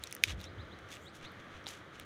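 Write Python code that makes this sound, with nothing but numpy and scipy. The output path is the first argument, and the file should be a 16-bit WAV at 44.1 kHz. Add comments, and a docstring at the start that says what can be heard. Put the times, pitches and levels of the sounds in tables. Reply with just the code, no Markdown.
"""Small fibre ticks and a brush of leaves, very close, then the sharp snap of an apple's twig breaking off.
The snap is a crack of tearing fibres with a short woody ring. Leaves slip over the fingers, the hand
holding the apple makes a low rumble, and the dropped sprig lands in the ground cover with a soft knock.
Behind it, a small bird whistles five rising calls over the distant hush of a garden."""
import sys
import numpy as np
from scipy import signal
from scipy.fft import rfft, irfft, next_fast_len
from scipy.io import wavfile
from scipy.ndimage import map_coordinates

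SR = 44100
rng = np.random.default_rng(int(sys.argv[2]) if len(sys.argv) > 2 else 0)


def bounce(signal):
    """Save signal as a 16-bit WAV file at the path given by the first command-line argument."""
    frames = np.transpose(np.atleast_2d(signal))
    limited = np.clip(frames, -1, 1)
    pcm = np.round(limited * 32767).astype(np.int16)
    wavfile.write(sys.argv[1], SR, pcm)


N = 90404

# Tone of the garden bed, a low drone and an airy layer. Each row: frequency in Hz, level in dB.
DRONE_TONE = [(20, -25), (31, -24), (48, -25.5), (85, 4), (130, -0.5), (175, 0.5), (215, -2.5), (290, -2.5),
              (325, 1.5), (365, -3.5), (470, -4.5), (540, -3.5), (700, -8), (900, -14.5), (1500, -36.5),
              (4000, -57)]
AIR_TONE = [(500, -10), (1060, -2.5), (1180, 4.5), (1380, 3), (1550, 2.5), (2100, -0.5), (2700, -10.5),
            (3250, -5.5), (4000, -13.5), (4500, -17.5), (5200, -22.5), (6300, -20), (7600, -29),
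            (9500, -30.5), (12000, -35), (15500, -38)]
# Their slow level rides. Each row: time in seconds, level in dB.
DRONE_RIDE = [(0, -58), (.35, -54), (1.3, -55.5), (2.05, -56.5)]
AIR_RIDE = [(0, -58), (.47, -57.5), (.58, -55.5), (.9, -55.5), (1.15, -58), (1.28, -54), (1.5, -55),
            (1.8, -55.5), (2.05, -57)]
# Tone of the reflections off leaves and ground. Each row: frequency in Hz, level in dB.
REFLECTION_TONE = [(300, 28), (2400, -12), (3500, 1), (6300, 7), (8000, 2), (15000, -13)]

# The bird's calls. Each row: start in seconds, length in seconds, level in dB.
BIRD_CALLS = [(0.439, .062, -56.5), (0.584, .047, -57.5), (0.709, 0.043, -58.5), (1.052, 0.05, -56),
              (1.238, .053, -55)]
# The glide they all share. Each row: fraction of the call's length, pitch in Hz, relative level in dB.
CALL_GLIDE = [(0, 3100, -9), (.1, 3280, -4), (.35, 3800, 0), (.64, 4080, 0), (.75, 4400, -11),
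              (.87, 4850, -14), (1, 5150, -20)]
CALL_WAVER_HZ, BIRD_WET_DB, BIRD_T60_S = 110, -1, .3

# Raw hand shake, before it is evened out and reshaped. Each row: frequency in Hz, level in dB.
SHAKE_TONE = [(20, -40), (45, -9), (65, 8.5), (85, 5), (105, 3.5), (135, -35), (180, -13.5), (300, -29),
              (800, -72)]
# Level ride of the hand's rumble. Each row: time in seconds, level in dB.
RUMBLE_RIDE = [(0, -55), (.2, -86), (.27, -52.5), (.32, -40), (.39, -43.5), (.44, -57.5), (.53, -53.5),
               (.565, -56), (.595, -43.5), (.63, -55.5), (.68, -55), (.8, -62), (1.5, -88), (1.59, -57),
               (1.66, -81), (2.05, -62)]

# Leaves brushing skin and ground. Each row: peak time, rise and release in seconds, peak level in dB,
# tilt in dB per octave.
LEAF_BRUSHES = [(0.044, 0.059, 0.099, -57, 0), (.13, 0.15, 0.11, -61.5, 0), (0.257, 0.035, 0.019, -51, 3),
                (0.308, 0.059, 0.031, -44.5, -0.5), (.41, 0.04, 0.062, -56.5, 0.5),
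                (0.441, 0.019, 0.028, -54, 1), (0.924, 0.036, 0.057, -50.5, 2.5),
                (1.055, 0.14, 0.026, -71.5, 11), (1.156, 0.027, 0.043, -59, 4),
                (1.249, 0.058, 0.019, -52.5, -3), (1.401, 0.0079, 0.014, -54, -3),
                (1.56, 0.099, 0.062, -55.5, -3.5), (1.682, 0.02, 0.06, -47.5, 3.5),
                (1.735, 0.018, 0.078, -56, 1), (1.951, 0.025, 0.036, -56.5, -1.5),
                (2.004, 0.033, 0.043, -55.5, -2.5)]
# Tone of leaf friction. Each row: frequency in Hz, level in dB.
LEAF_TONE = [(300, -8.5), (1000, -9), (2300, 3), (3500, 3), (4800, -6.5), (6300, -3), (7800, -12),
             (10000, -14), (11500, -21.5), (14000, -20), (16000, -35)]
BRUSH_EDGE_DB = 16  # drop from the peak at the outer ends of rise and release
SLIPS_PER_S, SLIP_POWER_SHARE = 2400, .65
CRINKLE_DB, CRINKLE_S = 2, 0.0032  # depth and time scale of the flutter in a brush
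SWISH_PEAK_S, SWISH_HALF_S, SWISH_DB = 1.05, 0.056, -71.5
SWISH_HZ, SWISH_RISE_HZ_PER_S, SWISH_WIDTH_HZ = 7300, 18000, 1100
LANDING_S, LANDING_DB, LANDING_HZ, LANDING_T60_S = 1.6677, -42.5, 794, 0.034

# Tone of tearing fibres. Each row: frequency in Hz, level in dB.
CRACK_TONE = [(300, -46), (1000, -42), (1700, 11), (3500, -0.5), (6500, -0.5), (8000, -1.5), (10000, 2),
              (11500, -8), (13800, -4.5), (15000, -3), (16300, -21)]
# Ticks of fibres and leaf stalks. Each row: start in seconds, gain in dB, ring pitch in Hz,
# crack gain over the ring in dB, crack tilt in dB per octave.
FIBRE_TICKS = [(.0378, -23, 3900, -5, 1), (0.0726, -32.5, 5700, -2.5, -5), (0.1106, -44, 9600, -1, 3),
               (0.1153, -37.5, 3580, -16, 0), (0.1259, -34.5, 6000, 6, 2), (0.1453, -46, 6150, -1, -5),
               (0.1505, -34, 11500, 2, 8.5), (.1654, -42.5, 5700, 0.5, -4.5), (0.4023, -39, 3880, -14.5, 7),
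               (0.414, -35.5, 3850, -12, 5), (0.4421, -34, 5560, -21, -11), (.789, -54.5, 6070, 8.5, -2.5),
               (0.953, -43, 7900, -10, 1), (.969, -36, 2600, -7, -7), (1.258, -48, 6170, -13, 0),
               (1.319, -54.5, 12500, -5, 8), (1.6422, -47.5, 5640, -5, -3), (1.6611, -34, 3540, -30, -2),
               (1.6676, -25, 3850, -10, -8.5), (1.682, -32.5, 4840, -13, -6), (1.688, -35, 7100, -22, 0),
               (1.9982, -42, 3400, 7, 0.5)]
TICK_T60_S, TICK_CRACK_T60_S, TICK_ATTACK_S = 0.0059, 0.0055, .0001
# The breaking twig's modes. Each row: frequency in Hz, relative level in dB, 60 dB decay time in seconds.
TWIG_MODES = [(1545, -15.6, 0.0105), (2232, -1.1, 0.0075), (2511, 0.2, 0.0083), (3144, -7.5, 0.0092),
              (3599, -11.7, 0.0125), (3970, -10.8, 0.01), (4528, -14.4, 0.0089), (5011, -13.9, 0.0077),
              (5783, -14.8, 0.0076), (6517, -11.9, 0.007), (7605, -22.0, 0.0062), (9473, -19.7, 0.0057),
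              (10269, -20.6, 0.0081), (13558, -13.6, 0.0034)]
SNAP_S, SNAP_GAIN_DB, SNAP_ATTACK_S = .2372, -6.5, 0.00026
SNAP_CRACK_DB, SNAP_CRACK_T60_S = -17.5, 0.015

NEAR_WET_DB, NEAR_T60_S = -8, 0.041
TWIG_LOW_CUT_HZ, HIGH_CUT_HZ = 1000, 16200


def amp(db):
    return 10 ** (np.asarray(db) / 20)


def unit(x):
    return x / np.sqrt(np.mean(x ** 2) + 1e-20)


def clock():
    return np.arange(N) / SR


def colour(x, tone, tilt_db=0):
    """EQ x with a curve of (Hz, dB) points and a tilt per octave, then bring it to rms 1."""
    size = next_fast_len(len(x) + 8192)
    octave = np.log2(np.fft.rfftfreq(size, 1 / SR) + 1)
    hz, db = np.transpose(tone)
    gain = amp(np.interp(octave, np.log2(hz), db) + tilt_db * octave)
    return unit(irfft(rfft(x, size) * gain, size)[:len(x)])


def noise(tone):
    """Coloured noise of rms 1."""
    return colour(rng.standard_normal(N), tone)


def ride(points):
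    """A fader move through (seconds, dB) points."""
    return amp(np.interp(clock(), *np.transpose(points)))


def fade(t, t60):
    """Exponential decay, 60 dB in t60."""
    return np.exp(-np.log(1000) * t / t60)


def wobble(step_s):
    """A smooth random curve with one knot per step."""
    return map_coordinates(rng.standard_normal(N // 8), [clock() / step_s], mode="wrap")


def add(out, start_s, sound):
    """Mix a sound in at its cue."""
    part = out[max(round(start_s * SR), 0):][:len(sound)]
    part += sound[:len(part)]


def reflections(x, t60):
    """A diffuse tail off leaves and ground, with 3 ms of pre-delay."""
    t = np.arange(SR // 2) / SR
    tail = colour(rng.standard_normal(len(t)), REFLECTION_TONE) * fade(t, t60) * (t > .003)
    return signal.fftconvolve(x, tail / np.linalg.norm(tail))[:N]


def garden_hush():
    """The distant bed: a low drone and airy noise drift separately in level."""
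    return noise(DRONE_TONE) * ride(DRONE_RIDE) + noise(AIR_TONE) * ride(AIR_RIDE)


def bird():
    """Short upward whistles, loudest in mid-glide, smeared by the trees."""
    out = np.zeros(N)
    fraction, pitch, level = np.transpose(CALL_GLIDE)
    for start_s, length_s, db in BIRD_CALLS:
        progress = (clock() - start_s) / length_s
        hz = np.interp(progress, fraction, pitch) + CALL_WAVER_HZ * wobble(step_s=.003)
        swell = amp(db + np.interp(progress, fraction, level)) * (progress > 0) * (progress < 1)
        out += swell * np.sqrt(2) * np.sin(2 * np.pi * np.cumsum(hz) / SR)
    return out + amp(BIRD_WET_DB) * reflections(out, BIRD_T60_S)


def hand_rumble():
    """The moving hand makes a low, even rumble, strongest after the jolt of the break."""
    shake = signal.hilbert(noise(SHAKE_TONE))
    evened = shake.real / (np.abs(shake) + .5)  # compressed by its own envelope
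    rumble = colour(evened, tone=[(25, -14), (50, -8), (200, -1), (600, -13)])
    return rumble * ride(RUMBLE_RIDE)


def leaf_swish():
    """A leaf edge slides along a finger: a narrow band of friction noise that climbs in pitch."""
    t = clock() - SWISH_PEAK_S
    hz = SWISH_HZ + SWISH_RISE_HZ_PER_S * t
    band = unit(wobble(.5 / SWISH_WIDTH_HZ) * np.sin(2 * np.pi * np.cumsum(hz) / SR))
    return band * amp(SWISH_DB - 10 * (t / SWISH_HALF_S) ** 2)


def leaf_brushes():
    """Leaves rub on skin and ground: each brush is a swell of tiny slips on a smooth hiss."""
    out, t = np.zeros(N), clock()
    for peak_s, rise_s, release_s, db, tilt_db in LEAF_BRUSHES:
        slips = unit((rng.random(N) < SLIPS_PER_S / SR) * rng.standard_normal(N))
        hiss = rng.standard_normal(N)
        friction = np.sqrt(SLIP_POWER_SHARE) * slips + np.sqrt(1 - SLIP_POWER_SHARE) * hiss
        from_peak = np.maximum((peak_s - t) / rise_s, (t - peak_s) / release_s)
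        swell = amp(db + CRINKLE_DB * wobble(CRINKLE_S) - BRUSH_EDGE_DB * from_peak ** 1.61)
        out += swell * colour(friction, LEAF_TONE, tilt_db)
    return out


def sprig_landing():
    """The sprig meets soft ground: one damped tone makes the knock."""
    out, t = np.zeros(N), np.arange(SR // 10) / SR
    knock = np.sin(2 * np.pi * LANDING_HZ * t) * fade(t, LANDING_T60_S)
    add(out, LANDING_S, amp(LANDING_DB) * knock)
    return out


def crack(t, t60, tilt_db=0):
    """Tearing fibres: a short, bright burst of noise."""
    return colour(rng.choice([-1., 1.], len(t)), CRACK_TONE, tilt_db) * fade(t, t60)


def fibre_ticks():
    """Each fibre or stalk gives a tiny crack and rings for a few milliseconds."""
    out, t = np.zeros(N), np.arange(SR // 20) / SR
    attack = 1 - np.exp(-t / TICK_ATTACK_S)
    for start_s, db, hz, crack_db, tilt_db in FIBRE_TICKS:
        ring = np.sin(2 * np.pi * hz * t) * fade(t, TICK_T60_S)
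        tear = amp(crack_db) * crack(t, TICK_CRACK_T60_S, tilt_db)
        add(out, start_s, amp(db) * (ring + tear) * attack)
    return out


def twig_snap():
    """The twig breaks: a crack over heavily damped wood modes of alternating polarity."""
    out, t = np.zeros(N), np.arange(SR // 20) / SR
    attack = 1 - np.exp(-t / SNAP_ATTACK_S)
    ring = sum((-1) ** k * amp(db) * np.sin(2 * np.pi * hz * t) * fade(t, t60)
               for k, (hz, db, t60) in enumerate(TWIG_MODES))
    tear = amp(SNAP_CRACK_DB) * crack(t, SNAP_CRACK_T60_S)
    add(out, SNAP_S, amp(SNAP_GAIN_DB) * (ring + tear) * attack)
    return out


def scene():
    """Twig and leaves up front, the garden behind, in mono; a thin twig radiates little bass."""
    low_cut = signal.butter(2, TWIG_LOW_CUT_HZ, "high", fs=SR, output="sos")
    hits = signal.sosfilt(low_cut, twig_snap() + fibre_ticks()) + sprig_landing()
    near_tail = amp(NEAR_WET_DB) * reflections(hits, NEAR_T60_S)
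    mix = hits + near_tail + leaf_brushes() + leaf_swish() + bird() + hand_rumble() + garden_hush()
    return mix[None]


def record(dry):
    """A steep high cut takes the very top off the mix."""
    size = next_fast_len(N + 8192)
    gain = 1 / (1 + (np.fft.rfftfreq(size, 1 / SR) / HIGH_CUT_HZ) ** 120)
    return irfft(rfft(dry, size) * gain, size)[..., :N]


dry = scene()
out = record(dry)
bounce(out)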